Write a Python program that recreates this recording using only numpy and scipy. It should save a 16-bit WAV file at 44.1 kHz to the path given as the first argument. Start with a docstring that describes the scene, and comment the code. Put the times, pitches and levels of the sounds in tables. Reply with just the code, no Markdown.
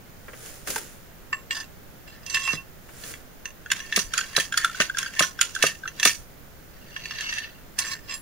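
"""A thin steel rod is rammed into a long steel tube, on the leaf litter of a bamboo forest.
A crouching man brushes dry leaves, taps the rod on the tube's mouth and slides it in, squealing.
Six times he lifts it, knocking the wall, and rams it onto the packed bottom with a dull thud;
then he draws it out with a long scrape. Blows ring the modes of rod and tube, tiny friction slips
keep them ringing as a rasp, and the bamboo stems scatter a short tail over quiet forest air."""
import sys
import numpy as np
from scipy import signal
from scipy.fft import rfft, irfft
from scipy.io import wavfile
from scipy.ndimage import uniform_filter1d

SR = 44100
rng = np.random.default_rng(int(sys.argv[2]) if len(sys.argv) > 2 else 0)


def store_wav(level_fs):
    """Save 16-bit WAV to argv[1]."""
    pcm = np.round(np.clip(np.atleast_2d(level_fs), -1, 1) * 32767)
    wavfile.write(sys.argv[1], SR, pcm.T.astype(np.int16))


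N = 362061
RING_T = np.arange(SR // 4) / SR  # time axis of one hit

# modes of the rod in the tube: pitch_hz, level_db, t60_s
ROD_MODES = [(1079, -16, 0.2), (1240, -12.5, 0.026), (1706, 4, 0.013), (1787.5, 8, 0.043),
             (2005, -8, 0.048), (2215, -4.5, 0.028), (2711, 4, 0.037), (2820, -7, 0.068), (3278, -4, 0.052),
             (3445, -5, 0.039), (4068, 5.5, 0.016), (4550, 1.5, 0.038), (4790, 5, 0.016),
             (5310, -1.5, 0.024), (6000, -3, 0.045), (5937, -0.5, 0.12), (6090, 4.5, 0.044),
             (7000, -22, .06), (7300, -17, 0.04), (10500, -14, 0.016), (13840, -32, 0.16)]
# modes of the hand-damped tube: pitch_hz, level_db, t60_s
TUBE_MODES = [(1429, -11.5, 0.026), (1567, -7, 0.033), (1588, -13.5, 0.039), (2840, -11, 0.016),
              (3364, 0, 0.014), (4490, -14, 0.038), (5310, 8, 0.011), (7300, -25, 0.013),
              (6820, 1.5, 0.025), (9100, -13, 0.019), (12560, -0.5, 0.004)]
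# noise colour of steel on steel: freq_hz, level_db
CONTACT_EQ = [(100, 20.5), (850, -15), (1200, -12.5), (1800, -7), (4000, -7.5), (7000, 0), (10000, -6),
              (13000, -16.5), (16000, -29)]
# ramming strokes: landing_s, force_db, extra_treble_db, clink_lead_s, rebound_lag_s, lift_db, boom_db
RAM_STROKES = [(3.975, -4, 4.5, 0.014, 0.015, -39, -31.5), (4.379, -1, 1, 0.015, 0.02, -33.5, -32),
               (4.801, -0.5, -4, 0.00017, 0.017, -33.5, -30), (5.206, 1, 0.5, 0.013, 0.017, -35.5, -29.5),
               (5.638, 2.5, -2, .0132, 0.027, -38, -32.5), (6.056, .5, 5, 0.0049, 0.017, -54, -35.5)]


def amp(db):
    """Decibels to gain."""
    return 10 ** (np.asarray(db) / 20)


def unit_rms(x):
    """Scales to rms 1."""
    return x / np.sqrt(np.mean(x ** 2) + 1e-20)


def unit_attack(x):
    """Scales a hit so that its first 8 ms have rms 1."""
    return x / np.sqrt(np.mean(x[..., :353] ** 2) + 1e-20)


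def curve_at(points, hz):
    """Reads a curve on a log-frequency axis."""
    freq_hz, value = np.transpose(points)
    return np.interp(np.log(hz + 1), np.log(freq_hz + 1), value)


def eq(x, points):
    """Minimum-phase filter with the given curve."""
    log_gain = np.log(amp(curve_at(points, abs(np.fft.fftfreq(4096, 1 / SR)))))
    taps = np.fft.ifft(np.exp(np.conj(signal.hilbert(log_gain)))).real[:2048]
    return signal.oaconvolve(x, taps.reshape((1,) * (x.ndim - 1) + (-1,)), axes=-1)[..., :x.shape[-1]]


def band(x, hz, kind):
    """Low-, band- or high-pass."""
    return signal.sosfilt(signal.butter(3, hz, kind, fs=SR, output="sos"), x)


def add(mix, start_s, sound):
    """Mixes a sound in at start_s."""
    part = mix[:, round(start_s * SR):][:, :sound.shape[-1]]
    part += sound[..., :part.shape[1]]


def swell(t, peak_s, shape, linger=1):
    """Envelope in dB; shape is (rise_s, hold_s, release_s), each slope covering 30 dB."""
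    rise, hold, release = shape
    return -30 * (np.maximum(peak_s - t, 0) / rise + np.maximum(t - peak_s - hold, 0) / (release * linger))


def span(peak_s, shape):
    """The sample times over which a swell is heard."""
    rise, hold, release = shape
    return np.arange(max(peak_s - rise, 0), peak_s + hold + 2 * release, 1 / SR)


def wander(length, window):
    """Smooth random drift of rms 1."""
    return unit_rms(uniform_filter1d(rng.standard_normal(length), size=window))


def grains(length, per_s, vary_db):
    """Random tiny slips or cracks, a few of them large."""
    size = amp(vary_db * np.minimum(rng.exponential(1, length), 4))
    return size * rng.standard_normal(length) * (rng.random(length) < per_s / SR)


def ring(modes, vary_db, detune, spread):
    """Modes ring after a blow; the contact point varies their strength, pitch and stereo phase."""
    hz, db, t60 = np.transpose(modes)[:, :, None]
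    size, shift, turn, skew = rng.standard_normal((4, len(modes), 1))
    phase = 2 * np.pi * (hz * (1 + detune * shift) * RING_T + turn)
    decay = amp(db + vary_db * size - 60 * RING_T / t60)
    stereo_phase = spread * skew * hz / hz.max()
    return np.array([(decay * np.sin(phase + side * stereo_phase)).sum(0) for side in (-1, 1)])


def crack(colour, t60, width):
    """A fast-dying burst of contact noise."""
    noise = rng.standard_normal(len(RING_T)) + width * rng.standard_normal((2, len(RING_T)))
    return unit_attack(eq(noise, colour) * amp(-60 * RING_T / t60))


def forest_air(level_db):
    """A quiet, steady bed of air over a low rumble."""
    # colour of the air: freq_hz, level_db
    air_eq = [(20, 7), (60, 2), (160, -1), (300, -7.5), (600, -10.5), (1000, -17), (1500, -14),
              (2500, -20.5), (4000, -23), (7000, -22), (10000, -27.5), (13000, -22), (16000, -32.5)]
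    # likeness of left and right: freq_hz, correlation
    stereo_likeness = [(30, 0.067), (70, 0.41), (140, 0.47), (1000, 0.19), (3000, 0.063), (8000, 0.13),
                       (16000, 0.18)]
    hz = np.fft.rfftfreq(N, 1 / SR)
    left, other = rfft(rng.standard_normal((2, N)))
    likeness = curve_at(stereo_likeness, hz)
    right = likeness * left + np.sqrt(1 - likeness ** 2) * other
    air = irfft(np.array([left, right]) * amp(curve_at(air_eq, hz)), N)
    return amp(level_db) * unit_rms(air)


def bamboo_tail(x, wet_db):
    """The bamboo stems scatter a thin, short tail."""
    t60 = [(200, 0.12), (1500, 0.22), (3000, 0.18), (6500, 0.2), (15000, 0.1)]  # freq_hz, t60_s
    colour = [(150, 16.5), (1000, 2), (3000, -15), (6500, -22), (15000, 3.5)]  # freq_hz, level_db
    echoes = rng.standard_normal((2, SR)) * (rng.random((2, SR)) < 3000 / SR)
    echoes *= np.arange(SR) / SR > .006  # pre-delay
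    hz, t, spectrum = signal.stft(echoes, SR, nperseg=256)
    spectrum *= amp(curve_at(colour, hz)[:, None] - 60 * t / curve_at(t60, hz)[:, None])
    tail = signal.istft(spectrum, SR, nperseg=256)[1]
    return amp(wet_db) * signal.fftconvolve(x, tail / np.linalg.norm(tail[0]), axes=1)[:, :N]


def low_bumps():
    """Dull, very low bumps, barely heard."""
    modes = [(36, 2, 0.15), (62, -4, .08)]  # pitch_hz, level_db, t60_s
    out = np.zeros((2, N))
    for start_s, level_db in [(4.045, -31), (6.19, -38)]:
        bump = ring(modes, vary_db=0, detune=0, spread=.3) * (1 - np.exp(-RING_T / .008))
        add(out, start_s, amp(level_db) * bump)
    return out


def dry_leaves():
    """Dry leaves crackle under the hand, with a few louder snaps."""
    # hand and sleeve stir the litter: peak_s, (rise_s, hold_s, release_s), level_db
    rustles = [(.46, (0.34, 0.017, 0.44), -42.5), (.68, (.04, 0.033, 0.35), -34), (3.07, (.3, 0.037, 0.17),
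               -40)]
    # leaves and twigs snap: start_s, mid_db, treble_db
    snaps = [(.282, -42, -60.5), (0.333, -43, -64), (0.673, -34.5, -33.5), (.702, -39.5, -28),
             (.759, -34, -28.5), (.78, -37.5, -33.5), (2.889, -48.5, -62)]
    # colour of the crackle: freq_hz, level_db
    leaf_eq = [(100, -2), (500, 3), (750, -7), (880, -11.5), (1100, -5), (1580, 2), (2000, -2.5),
               (4000, -4), (7000, 3), (10000, -0.5), (13000, -6.5), (16000, -18)]
    out = np.zeros((2, N))
    for peak_s, shape, level_db in rustles:
        t = span(peak_s, shape)
        centre, left, right = (grains(len(t), per_s=3500, vary_db=1) for _ in range(3))
        crackle = unit_rms(eq(centre + 1.4 * np.array([left, right]), leaf_eq))
        add(out, t[0], amp(level_db + swell(t, peak_s, shape)) * crackle)
    for start_s, mid_db, treble_db in snaps:
        snap = crack(leaf_eq, t60=0.076, width=0.88)
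        mid, treble = band(snap, [400, 2300], "band"), band(snap, 2300, "high")
        add(out, start_s, amp(mid_db) * unit_attack(mid) + amp(treble_db) * unit_attack(treble))
    return out


def hollow_stick(level_db):
    """One woody knock on a hollow dry stick in the litter."""
    modes = [(890, 0, 0.037), (1540, -2, 0.034)]  # pitch_hz, level_db, t60_s
    knock = unit_attack(ring(modes, vary_db=.5, detune=0, spread=.5))
    return amp(level_db) * knock * (1 - np.exp(-RING_T / .001))


def rod_modes_at(time_s):
    """The rod's modes at its current depth: the free length is damped as it goes in."""
    # modes of the length standing above the tube: pitch_hz, level_db, t60_s
    free_modes = [(1099, -11, 0.078), (2810, -34, 0.14), (5090, 6.5, 0.043), (7505, 1.5, 0.16),
                  (10620, -14, 0.41), (14200, -20, 0.082)]
    # their fader as the rod goes in and out: time_s, gain_db
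    exposure = [(1.3, -0.5), (2.4, -0.5), (3.4, -18), (4.8, -23), (7.5, -10), (8.1, 5.5)]
    exposed_db = np.interp(time_s, *np.transpose(exposure))
    return ROD_MODES + [(hz, db + exposed_db, t60) for hz, db, t60 in free_modes]


def friction_squeal():
    """Friction makes two bending modes sing, a near-pure note and a lower hum; gives start_s, sound."""
    # the rod catches on its way in: peak_s, level_db
    catches = [(2.275, -40.5), (2.35, -24.5), (2.455, -27.5), (2.489, -21), (2.576, -34)]
    # the soft note between catches: peak_s, (rise_s, hold_s, release_s), level_db
    sustain = (2.33, (0.089, 0.184, 0.0997), -38)
    note_hz, hum_hz, catch_shape = 2712, 1088, (.03, 0.011, 0.049)
    t = np.arange(span(catches[0][0], catch_shape)[0], span(catches[-1][0], catch_shape)[-1], 1 / SR)
    swells = [sustain] + [(s, catch_shape, db) for s, db in catches]
    note_db = np.max([db + swell(t, s, shape) for s, shape, db in swells], 0)
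    lingering_db = np.max([db + swell(t, s, shape, linger=1.8) for s, shape, db in swells], 0)
    hum_db = np.minimum(lingering_db - 15, -41.5)  # follows the note, up to a ceiling
    wavering_t = np.cumsum(1 + 0.0026 * wander(len(t), window=400)) / SR
    pan_db = np.array([[-5], [2.5]])
    note = amp(note_db + pan_db) * np.sin(2 * np.pi * note_hz * wavering_t)
    hum = amp(hum_db) * np.sin(2 * np.pi * hum_hz * wavering_t)
    return t[0], note + hum


def scrape(rubs, modes, slips_per_s, vary_db, clump_db, hiss_db, detune, treble_linger, level_db):
    """Clumps of tiny slips keep the modes ringing over a dry contact hiss; gives start_s, sound."""
    t = np.arange(span(*rubs[0][:2])[0], span(*rubs[-1][:2])[-1], 1 / SR)
    body_db = np.max([db + swell(t, s, shape) for s, shape, db, _ in rubs], 0)
    treble_db = np.max([db + swell(t, s, shape, treble_linger) for s, shape, _, db in rubs], 0)
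    clumps = amp(clump_db * wander(len(t), window=350))
    slips, left, right = (clumps * grains(len(t), slips_per_s, vary_db) for _ in range(3))
    spots, hops_per_s = 5, 35  # the contact hops along the rod, favouring other modes
    contact = np.cumsum(rng.random(len(t)) < hops_per_s / SR) % spots
    ringing = np.zeros((2, len(t)))
    for spot in range(spots):
        response = ring(modes, vary_db=3, detune=detune, spread=4.18)
        ringing += signal.fftconvolve((slips * (contact == spot))[None], response, axes=1)[:, :len(t)]
    hiss = eq(slips + 1.5 * np.array([left, right]), CONTACT_EQ)
    rasp = band(unit_rms(ringing) + amp(hiss_db) * unit_rms(hiss), 650, "high")
    body, treble = unit_rms(band(rasp, 4200, "low")), unit_rms(band(rasp, 4200, "high"))
    return t[0], amp(level_db) * (amp(body_db) * body + amp(treble_db - 4.5) * treble)


def rim_slides():
    """The rod slides on the rim of the tube, going in and coming out."""
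    # slides: peak_s, (rise_s, hold_s, release_s), body_db, treble_db
    slides = [(1.52, (.015, 0.089, 0.072), -33, -30.5), (2.08, (.03, 0.066, 0.1), -46.5, -54),
              (2.33, (0.11, 0.22, 0.082), -33.5, -29.5), (7.79, (.035, .14, 0.097), -32, -30),
              (8.114, (0.089, 0.02, 0.079), -32, -34)]
    # colour of the rim: freq_hz, gain_db
    rim_eq = [(1100, 0.5), (1800, -1), (3400, 0.5), (6000, 0), (14000, 0)]
    out = np.zeros((2, N))
    for slide in slides:
        start_s, rasp = scrape([slide], rod_modes_at(slide[0]), slips_per_s=2500, vary_db=2.5,
                               clump_db=2, hiss_db=-2, detune=0.0032, treble_linger=0.96, level_db=-2.5)
        add(out, start_s, eq(rasp, rim_eq))
    return out


def draw_out():
    """The rasp swells as the rod is drawn up, gathering speed; gives start_s, sound."""
    # the pull: peak_s, (rise_s, hold_s, release_s), body_db, treble_db
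    pull = (7.21, (.5, .17, 0.24), -34, -33.5)
    # muffling by the tube: freq_hz, gain_db
    tube_eq = [(1700, -2.5), (2800, 2.5), (6000, -1), (9000, -6.5)]
    start_s, rasp = scrape([pull], ROD_MODES, slips_per_s=2400, vary_db=2, clump_db=2.5,
                           hiss_db=0.5, detune=.012, treble_linger=0.51, level_db=-1.5)
    return start_s, eq(rasp, tube_eq)


def stroke_rubs():
    """Each stroke rubs on the lift, the push and the judder after landing; gives start_s, sound."""
    rubs = []  # peak_s, (rise_s, hold_s, release_s), body_db, treble_db
    for landing_s, force_db, treble_db, _, _, lift_db, _ in RAM_STROKES:
        lift = (landing_s - .215, (.09, 0.012, 0.29), lift_db, lift_db + 0.5)
        push = (landing_s - 0.029, (0.16, 0.056, 0.033), -38, -37.5)
        judder = (landing_s + 0.0072, (0.055, 0.021, 0.095), force_db - 29.5, force_db + treble_db - 27)
        rubs += [lift, push, judder]
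    return scrape(rubs, ROD_MODES + TUBE_MODES, slips_per_s=3500, vary_db=3, clump_db=1.5,
                  hiss_db=5, detune=0.0031, treble_linger=1.51, level_db=-1)


def with_lead_in(hit, lead_in_s, lead_in_db):
    """A faint, brief swell of the hit's own colour leads in, softening the attack."""
    ramp = np.linspace(0, 1, round(lead_in_s * SR)) ** 2
    noise = grains(len(RING_T), per_s=4400, vary_db=0)
    wash = signal.fftconvolve(hit, noise[None], axes=1)[:, len(RING_T) - len(ramp):len(RING_T)]
    attack_rms = np.sqrt(np.mean(hit[:, :353] ** 2))
    return np.concatenate([amp(lead_in_db) * attack_rms * ramp * unit_rms(wash), hit], axis=1)


def steel_hits(hits, modes_at, detune, crack_db, crack_t60, chatter_db, rise_s, lowest_hz,
               mid_share, mid_db, level_db):
    """Steel strikes steel: a crack, ringing modes and a chatter of small rebounds."""
    lead_in_s, chatter_t60 = .009, 0.18
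    chatter_envelope = amp(-60 * RING_T / chatter_t60) * (1 - np.exp(-RING_T / 0.0029))
    out = np.zeros((2, N))
    for time_s, ring_db, bite_db in hits:
        body = unit_attack(ring(modes_at(time_s), vary_db=5.5, detune=detune, spread=3.3))
        rebounds = grains(len(RING_T), per_s=1400, vary_db=4.5) * chatter_envelope
        rebounds /= np.linalg.norm(rebounds) + 1e-9
        force = amp((bite_db + 22) / 2)  # hard blows crack, light ones only ring
        hit = body + force * amp(crack_db) * crack(CONTACT_EQ, crack_t60, width=0.53)
        hit *= 1 - np.exp(-(RING_T / rise_s) ** 2)  # the contact builds up
        hit += amp(chatter_db) * signal.fftconvolve(hit, rebounds[None], axes=1)[:, :len(RING_T)]
        between_db = ring_db + mid_share * (bite_db - ring_db) + mid_db  # mids partly follow the bite
        low = amp(ring_db) * unit_attack(band(hit, [lowest_hz, 2100], "band"))
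        mid = amp(between_db) * unit_attack(band(hit, [2450, 3800], "band"))
        high = amp(bite_db) * unit_attack(band(hit, 4500, "high"))
        softened = with_lead_in(low + mid + high, lead_in_s, lead_in_db=-16.5)
        add(out, time_s - rise_s / 2 - lead_in_s, softened)
    return amp(level_db) * out


def tube_knocks():
    """The gripped rod knocks inside the hand-damped tube, mostly as it is lifted."""
    # knocks on the wall: time_s, ring_db, bite_db
    knocks = [(3.66, -37, -53), (3.7158, -20.5, -19.5), (4.1364, -26.5, -27.5), (4.1773, -28, -20),
              (4.1879, -26.5, -28), (4.2104, -29, -33.5), (4.5237, -27, -33.5), (4.5394, -25.5, -38),
              (4.5743, -23, -17.5), (4.6453, -16, -24.5), (4.7455, -34.5, -50), (4.8103, -22.5, -24.5),
              (4.8962, -25, -44), (4.9467, -31, -58), (4.9703, -28, -34), (4.9848, -31, -21.5),
              (5.0287, -30.5, -29.5), (5.0606, -30, -40), (5.234, -25.5, -30), (5.3902, -29, -41),
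              (5.4115, -23.5, -14), (5.55, -33.5, -29.5), (5.5616, -27, -41), (5.8348, -33, -67),
              (5.8556, -31, -62)]
    return steel_hits(knocks, lambda time_s: TUBE_MODES, detune=0.0307, crack_db=-3.5, crack_t60=0.037,
                      chatter_db=-10.5, rise_s=.0025, lowest_hz=1090,
                      mid_share=0.54, mid_db=-1.5, level_db=-1.5)


def rod_clinks():
    """The rod rings on the tube: loose taps, then a clink before each landing and one on the rebound."""
    # taps of the free rod: time_s, ring_db, bite_db
    taps = [(1.3283, -22, -37.5), (1.5079, -26, -31.5), (2.2627, -51, -34), (2.2986, -50, -29),
            (2.3441, -27, -23), (2.3695, -24, -35), (2.4752, -26, -34.5), (3.036, -46, -40),
            (3.138, -38.5, -52), (3.455, -35.5, -31.5), (3.7015, -31.5, -37), (3.8015, -39.5, -37),
            (3.9242, -24.5, -36.5), (5.8762, -34.5, -33.5), (5.9971, -31.5, -27), (6.029, -21.5, -19.5),
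            (6.9629, -31.5, -41.5), (7.055, -36.5, -38.5), (7.1083, -36, -36.5), (7.1846, -35.5, -40),
            (7.2073, -33.5, -31), (7.3368, -43, -32.5), (7.3828, -30.5, -34), (7.7873, -34.5, -17.5),
            (8.1396, -47, -30)]
    clinks = list(taps)
    for landing_s, force_db, treble_db, lead_s, lag_s, _, _ in RAM_STROKES:
        wall = (landing_s - lead_s, force_db - 22, force_db + treble_db - 17)
        rebound = (landing_s + lag_s, force_db - 28, force_db + treble_db - 23)
        clinks += [wall, rebound]
    return steel_hits(clinks, rod_modes_at, detune=0.0072, crack_db=-1, crack_t60=0.062, chatter_db=-9,
                      rise_s=.0013, lowest_hz=750, mid_share=0.38, mid_db=2.5, level_db=-2.5)


def ram_thuds():
    """The packing stops the rod: a dull smack and a short boom of the tube's wooden butt."""
    # low modes of butt and packing: pitch_hz, level_db, t60_s
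    boom_modes = [(133, -13, 0.011), (167, -2, 0.074), (213.5, 1.5, 0.0203)]
    # their higher modes: pitch_hz, level_db, t60_s
    smack_modes = [(316, -7.5, 0.044), (429, 1.5, 0.021), (555, -3, 0.039), (653, -1, 0.034),
                   (1196, 1.5, 0.027), (1270, -3.5, 0.071), (1563, 10, 0.017)]
    # the first, gentle touch of the bottom: start_s, boom_db, smack_db
    first_touch = (2.535, -28.5, -36)
    landings = [(s, boom_db, force_db - 20.5) for s, force_db, *_, boom_db in RAM_STROKES]
    attack = 1 - np.exp(-RING_T / .0007)
    out = np.zeros((2, N))
    for start_s, boom_db, smack_db in [first_touch] + landings:
        boom = unit_attack(ring(boom_modes, vary_db=1, detune=.02, spread=.1))
        smack = unit_attack(ring(smack_modes, vary_db=1.5, detune=.025, spread=.3))
        add(out, start_s, (amp(boom_db) * boom + amp(smack_db) * smack) * attack)
    return band(out, 114, "high")  # the narrow butt radiates little deep bass


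def scene():
    """Rod, tube and leaves up close, among the bamboo stems."""
    near = rod_clinks() + tube_knocks() + ram_thuds() + low_bumps() + dry_leaves() + rim_slides()
    add(near, *draw_out())
    add(near, *stroke_rubs())
    add(near, *friction_squeal())
    add(near, .761, hollow_stick(level_db=-29))
    return near + bamboo_tail(near, wet_db=-18) + forest_air(level_db=-47.5)


def record(dry):
    """Each microphone port has its own deep notch, the right lags a little, and the top is cut off."""
    # colour of the left port: freq_hz, gain_db
    left_eq = [(60, -1.5), (500, 3), (3000, 2), (5000, -3), (5900, -8.5), (6500, -29), (7100, -39),
               (7500, -15), (8200, 0), (9900, 8), (11200, -1), (12500, 5), (14000, -2), (15500, -40)]
    # colour of the right port: freq_hz, gain_db
    right_eq = [(60, 1), (500, 2.5), (3000, 3), (5000, 2.5), (7300, 4), (8100, -4.5), (9000, -7.5),
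                (9600, -20), (10400, -19), (11600, -4.5), (13000, 1), (13700, 6.5), (15300, 18)]
    ports = np.array([eq(dry[0], left_eq), np.roll(eq(dry[1], right_eq), 2)])
    lowpass = signal.firwin(301, cutoff=15750, window=("kaiser", 9), fs=SR)
    return signal.oaconvolve(np.clip(ports, -1, 1), lowpass[None], "same")


dry = scene()
out = record(dry)
store_wav(out)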